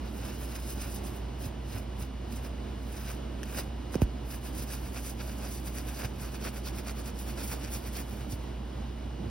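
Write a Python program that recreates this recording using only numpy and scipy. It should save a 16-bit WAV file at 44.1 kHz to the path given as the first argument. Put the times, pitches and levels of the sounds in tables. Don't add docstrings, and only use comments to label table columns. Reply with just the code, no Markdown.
import sys
import numpy as np
from scipy import signal
from scipy.fft import rfft, irfft
from scipy.io import wavfile

SR = 44100
rng = np.random.default_rng(int(sys.argv[2]) if len(sys.argv) > 2 else 0)


def generate_wav(signal):
    frames = np.transpose(np.atleast_2d(signal))
    scaled = np.clip(frames, -1, 1) * 32767
    pcm = np.round(scaled).astype(np.int16)
    wavfile.write(sys.argv[1], SR, pcm)


N = 410130
TIME = np.arange(N) / SR
BIN_HZ = np.maximum(np.arange(N // 2 + 1) * SR / N, 1)


def from_db(db):
    return 10 ** (np.asarray(db) / 20)


def at_bins(points):
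    hz, value = np.transpose(points)
    return np.interp(np.log(BIN_HZ), np.log(hz), value)


def around(s, reach):
    near = slice(max(int((s - reach) * SR), 0), int((s + reach) * SR))
    return near, TIME[near] - s


def drift(rate):
    points = 16384
    hz = np.fft.rfftfreq(points, 32 / SR)
    smoothing = np.exp(-(hz / rate) ** 2 / 2)
    slow = irfft(rfft(rng.standard_normal(points)) * smoothing)
    return np.interp(np.arange(N) / 32, np.arange(points), slow / slow.std())


def slips(per_s, spread_db):
    sizes = from_db(spread_db * np.clip(rng.standard_normal(N), -3, 3))
    released = rng.random(N) < per_s / SR
    clicks = rng.standard_normal((2, N)) * (sizes * released)
    return clicks / clicks.std()


def radiate(pair, colour):
    # f/Hz, correlation (0-1)
    likeness = [(100, 0.98), (310, 0.97), (450, 0.4), (900, 0.42), (1300, 0.7), (1950, .97), (2500, .8),
                (3100, 0.55), (4300, 0.66), (4950, 0.95), (6300, .84), (7300, .98), (8300, .86),
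                (15000, 0.87)]
    alike = np.clip(at_bins(likeness), 0, 1)
    common, scattered = rfft(pair) * from_db(at_bins(colour))
    middle = np.sqrt((1 + alike) / 2) * common
    side = np.sqrt((1 - alike) / 2) * scattered
    return irfft(middle + side * [[1], [-1]], N)


def shifting_colour(x, patchy_db, rate, count=5):
    place = np.interp(np.log(BIN_HZ), np.log([1200, 15000]), [0, count - 1])
    spectrum = rfft(x)
    out = 0
    for k in range(count):
        overlap = np.maximum(1 - np.abs(place - k), 0)
        out = out + irfft(spectrum * overlap, N) * from_db(patchy_db * drift(rate))
    return out


def bounce(x, strength, smear_s=.00006):
    # t/s, height/m
    height_path = [(0, .148), (2.0, .147), (3.0, .1527), (4.7, .156), (6.8, .1635)]
    sway_m, sway_hz = 0.0023, 3.6
    sound_speed = 343
    height = np.interp(TIME, *np.transpose(height_path)) + sway_m * drift(sway_hz)
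    lag = 2 * height / sound_speed
    echo = [np.interp(TIME - lag + smear_s, TIME, side) - np.interp(TIME - lag, TIME, side) for side in x]
    return x + strength * np.array(echo)


def room():
    # f/Hz, level/dB per Hz
    air_colour = [(30, -76), (54, -64), (85, -65), (125, -69), (165, -75.5), (200, -64.5), (250, -68.5),
                  (310, -68.5), (380, -71.5), (410, -74), (510, -77), (590, -76), (830, -78.5), (1090, -84),
                  (1300, -86), (1900, -90.5), (2950, -90.5), (3300, -91), (12000, -108)]
    # f/Hz, rms level/dB
    motor_tones = [(58.95, -39), (120, -55.5), (131, -50.5), (196.5, -59), (215.3, -60), (240, -58.5),
                   (262, -63.5), (350, -62.5), (459, -68), (933, -77), (991, -68.5), (1049.5, -74),
                   (1107.5, -74), (2856, -74.5), (2914.5, -67), (2973, -72), (3149, -86)]
    waver_db, waver_hz = 0.72, 3.8
    wander_s, wander_hz = .00003, .4
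    noise = radiate(np.sqrt(SR / 2) * rng.standard_normal((2, N)), air_colour)
    noise = noise * from_db(waver_db * drift(waver_hz))
    clock = TIME + wander_s * drift(wander_hz)
    tones = np.zeros(N)
    for hz, level_db in motor_tones:
        tones += from_db(level_db) * np.sin(2 * np.pi * (hz * clock + rng.random()))
    return noise + np.sqrt(2) * tones


def finger():
    # t/s, relative level/dB
    pressure_path = [(8.9, -68), (9.1, -52), (9.19, -32), (9.24, -26.5), (9.3, -36)]
    # f/Hz, relative level/dB per Hz
    rustle_colour = [(60, -14), (130, 10), (240, 7), (420, 0), (800, -9), (2000, -51), (10000, -46)]
    pressure = from_db(np.interp(TIME, *np.transpose(pressure_path)))
    return radiate(pressure * rng.standard_normal((2, N)), rustle_colour)


def pushes():
    # t/s of the peak, level/dB, half length/s (to 1/e)
    push_list = [(1.467, -27.5, .006), (1.758, -29.5, .014), (2.021, -33, .008), (6.053, -29, .008),
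                 (8.333, -27.5, .008), (9.271, -28.5, .008)]
    canvas_hz = 106
    out = np.zeros(N)
    for s, level_db, half_length in push_list:
        near, age = around(s, .5)
        swell = np.exp(-(age / half_length) ** 2)
        out[near] += from_db(level_db) * swell * np.cos(2 * np.pi * canvas_hz * age)
    return out


def knocks():
    # t/s, level/dB, starting f/Hz, time to fall an octave/s, swell/s, length/s
    knock_list = [(3.9431, -31, 3200, .0005, .0003, .003), (3.9523, -23, 500, .01, .0006, .0035),
                  (3.9548, -18.5, 830, .0018, .001, .0125), (4.0180, -12.5, 2390, .00043, .0023, .0215)]
    out = np.zeros(N)
    for s, level_db, start_hz, octave_s, swell, length in knock_list:
        near, age = around(s, .5)
        age = np.maximum(age, 0)
        turns = start_hz * octave_s * np.log1p(age / octave_s)
        envelope = (1 - np.exp(-age / swell)) * np.exp(-(age / length) ** 2)
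        out[near] -= from_db(level_db) * envelope * np.sin(2 * np.pi * turns)
    return out


def ticks(decay_s=0.0019):
    # t/s, relative crack level/dB, handle ring level/dB
    contacts = [(2.448, -51, -52), (3.4319, -37, -38), (3.437, -43, -52), (3.9434, -40, -54),
                (3.955, -39, -58), (4.0183, -35.5, -60), (5.784, -39, -45)]
    # f/Hz, relative level/dB per Hz
    crack_colour = [(400, 8), (900, 0), (1800, -14), (2700, 2.5), (4000, -14), (5500, -1), (9000, -8),
                    (15500, -16)]
    # f/Hz, level/dB relative to the ring, decay/s
    handle_modes = [(1690, 0, .004), (1830, -2, .004), (3150, -8, .003), (5220, -17, .003)]
    force, ring = np.zeros(N), np.zeros(N)
    for s, crack_db, ring_db in contacts:
        near, age = around(s, .5)
        force[near] += from_db(crack_db) * (age >= 0) * np.exp(-np.abs(age) / decay_s)
        age = np.maximum(age, 0)
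        for hz, mode_db, decay in handle_modes:
            ring[near] += from_db(ring_db + mode_db) * np.exp(-age / decay) * np.sin(2 * np.pi * hz * age)
    crack = radiate(force * rng.standard_normal((2, N)), crack_colour)
    return ring + from_db(11.5) * crack


def drags():
    # t/s of greatest pressure, build-up/s, relative level/dB
    scrapes = [(3.1, .03, -41), (3.596, .03, -27), (6.0, 0.015, -29), (6.051, 0.028, -26.5),
               (6.47, .03, -31), (6.678, .02, -32), (7.53, .02, -26.5), (7.999, .006, -29)]
    # f/Hz, relative level/dB per Hz
    scrape_colour = [(120, -3), (300, 4), (550, 0.5), (900, -1), (1500, -6.5), (2500, -13), (4000, -24),
                     (10000, -34)]
    release_s = 0.011
    pressure = np.zeros(N)
    for s, build_s, level_db in scrapes:
        near, age = around(s, .5)
        build_or_release = np.where(age < 0, build_s, release_s)
        pressure[near] += from_db(level_db) * np.exp(-(age / build_or_release) ** 2)
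    return radiate(pressure * slips(per_s=1500, spread_db=3.5), scrape_colour)


def brush():
    # t/s of greatest speed, length/s, relative bristle hiss level/dB, relative weave rasp level/dB
    strokes = [(0.075, 0.11, -59.5, -63), (0.18, 0.07, -53.5, -64), (0.283, 0.2, -49, -55.5),
               (0.426, 0.11, -48.5, -61), (0.552, 0.23, -48.5, -57), (0.563, 0.025, -44, -55),
               (0.705, 0.1, -42, -63), (0.82, 0.026, -40.5, -64.0), (0.843, 0.13, -46.5, -53.5),
               (0.952, 0.074, -42, -65), (1.072, 0.072, -44.5, -61), (1.158, 0.1, -51, -69),
               (1.45, 0.074, -45, -55.5), (1.76, 0.11, -46.5, -54.5), (2.023, 0.055, -45, -58),
               (2.328, 0.029, -47.0, -66), (2.367, 0.092, -51.5, -62), (2.458, 0.062, -50, -57),
               (2.994, 0.22, -49.5, -58.5), (3.1, 0.1, -45.5, -52.5), (3.559, 0.17, -48.5, -54),
               (3.587, 0.054, -37.5, -47.5), (3.947, 0.044, -47, -52), (4.027, 0.03, -46, -53),
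               (4.339, 0.1, -46.5, -56.5), (4.472, 0.072, -46.5, -55), (4.6, 0.1, -43, -60),
               (4.63, 0.029, -42, -59), (4.738, 0.12, -44, -53), (4.864, 0.1, -49, -59.5),
               (4.974, 0.07, -44, -51.5), (5.079, 0.1, -41, -58), (5.208, 0.046, -50.5, -51.5),
               (5.3, 0.15, -48.0, -58), (5.45, 0.12, -48.0, -54), (5.538, 0.144, -44, -70),
               (5.676, 0.055, -42, -55.5), (5.782, 0.086, -43.5, -52.5), (5.892, 0.057, -44.5, -58),
               (6.007, 0.17, -46, -52.5), (6.051, 0.024, -42.5, -46), (6.244, 0.12, -47, -53.5),
               (6.353, 0.054, -47.5, -54), (6.463, 0.077, -42.0, -48), (6.572, 0.063, -45.5, -53),
               (6.677, 0.058, -41.5, -48), (6.785, 0.067, -45, -52.0), (6.892, 0.068, -44.5, -49),
               (6.993, 0.055, -46.5, -54.5), (7.079, 0.055, -45, -53), (7.206, 0.063, -43.5, -66),
               (7.298, 0.075, -44.5, -54.5), (7.414, 0.089, -45.5, -49.5), (7.453, 0.051, -38.5, -60.0),
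               (7.526, 0.094, -40, -50), (7.651, 0.11, -48.5, -52), (7.756, 0.076, -40, -51.5),
               (7.874, 0.091, -47.5, -56), (7.964, 0.06, -43.5, -61), (7.996, 0.077, -44, -51.5),
               (8.128, 0.11, -50.5, -61.0), (8.217, 0.09, -53.5, -59.5), (8.328, 0.051, -43, -65),
               (8.417, 0.21, -62.5, -69)]
    # f/Hz, relative level/dB per Hz
    tip_colour = [(1500, -10), (3000, -7.5), (4200, -5), (5200, -2), (6500, -3), (8500, -4), (11000, -1.5),
                  (13000, -1), (15500, -3)]
    weave_colour = [(120, -25), (300, 1), (600, 9), (1000, 0), (1500, 5.5), (2000, 0.5), (2500, 4),
                    (3400, -5.5), (5200, -1), (8000, -10), (15000, -44)]
    swell_share = 0.58
    roundness = 1.45
    rasp_power = 1.35
    catch_db, catch_hz = 0.78, 54
    hiss_energy, rasp_energy = np.zeros(N), np.zeros(N)
    for s, length, hiss_db, rasp_db in strokes:
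        near, age = around(s, .5)
        swell_or_fade = length * np.where(age < 0, swell_share, 1 - swell_share)
        speed = np.exp(-np.abs(age / swell_or_fade) ** roundness)
        hiss_energy[near] += (from_db(hiss_db) * speed) ** 2
        rasp_energy[near] += (from_db(rasp_db) * speed ** rasp_power) ** 2
    tufts = from_db(catch_db * drift(catch_hz))
    tips = radiate(np.sqrt(hiss_energy) * tufts * slips(per_s=14000, spread_db=0.2), tip_colour)
    weave = radiate(np.sqrt(rasp_energy) * tufts * slips(per_s=5000, spread_db=2.5), weave_colour)
    rubbing = from_db(3.5) * tips + from_db(11.0) * weave
    flickering = shifting_colour(rubbing, patchy_db=2.0, rate=27)
    return bounce(flickering, strength=0.19)


def scene():
    return room() + finger() + pushes() + knocks() + ticks() + drags() + brush()


def record(dry):
    # f/Hz, phase lead/rad
    port_phase = [(0, -.08), (300, -.05), (500, .35), (700, 1.35), (1150, .5), (1650, 0), (2050, .05),
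                  (2750, .65), (3450, .65), (3700, .95), (4400, 1.25), (4750, .1), (5100, .08), (5500, .75),
                  (6500, 2.4), (7300, 3.14), (10300, 6.28), (13500, 9.42), (16000, 12.05)]
    # f/Hz, level/dB
    port_balance = [(70, -1.5), (150, -3), (280, -7), (370, -12), (520, -7), (590, -5.5), (850, -1),
                    (2000, -0.5), (4400, -0.4), (5500, 0)]
    cutoff_hz = 15850
    lead = np.interp(BIN_HZ, *np.transpose(port_phase))
    sides = np.array([[1], [-1]]) / 2
    gain = from_db(sides * at_bins(port_balance))
    even_gain = gain / np.sqrt(np.mean(gain ** 2, axis=0))
    ports = even_gain * np.exp(1j * sides * lead)
    bass_cut = signal.butter(4, 35, "high", fs=SR, output="sos")
    thinned = signal.sosfilt(bass_cut, dry)
    low_pass = 1 / np.sqrt(1 + (BIN_HZ / cutoff_hz) ** 400)
    return irfft(rfft(thinned) * ports * low_pass, N)


dry = scene()
out = record(dry)
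generate_wav(out)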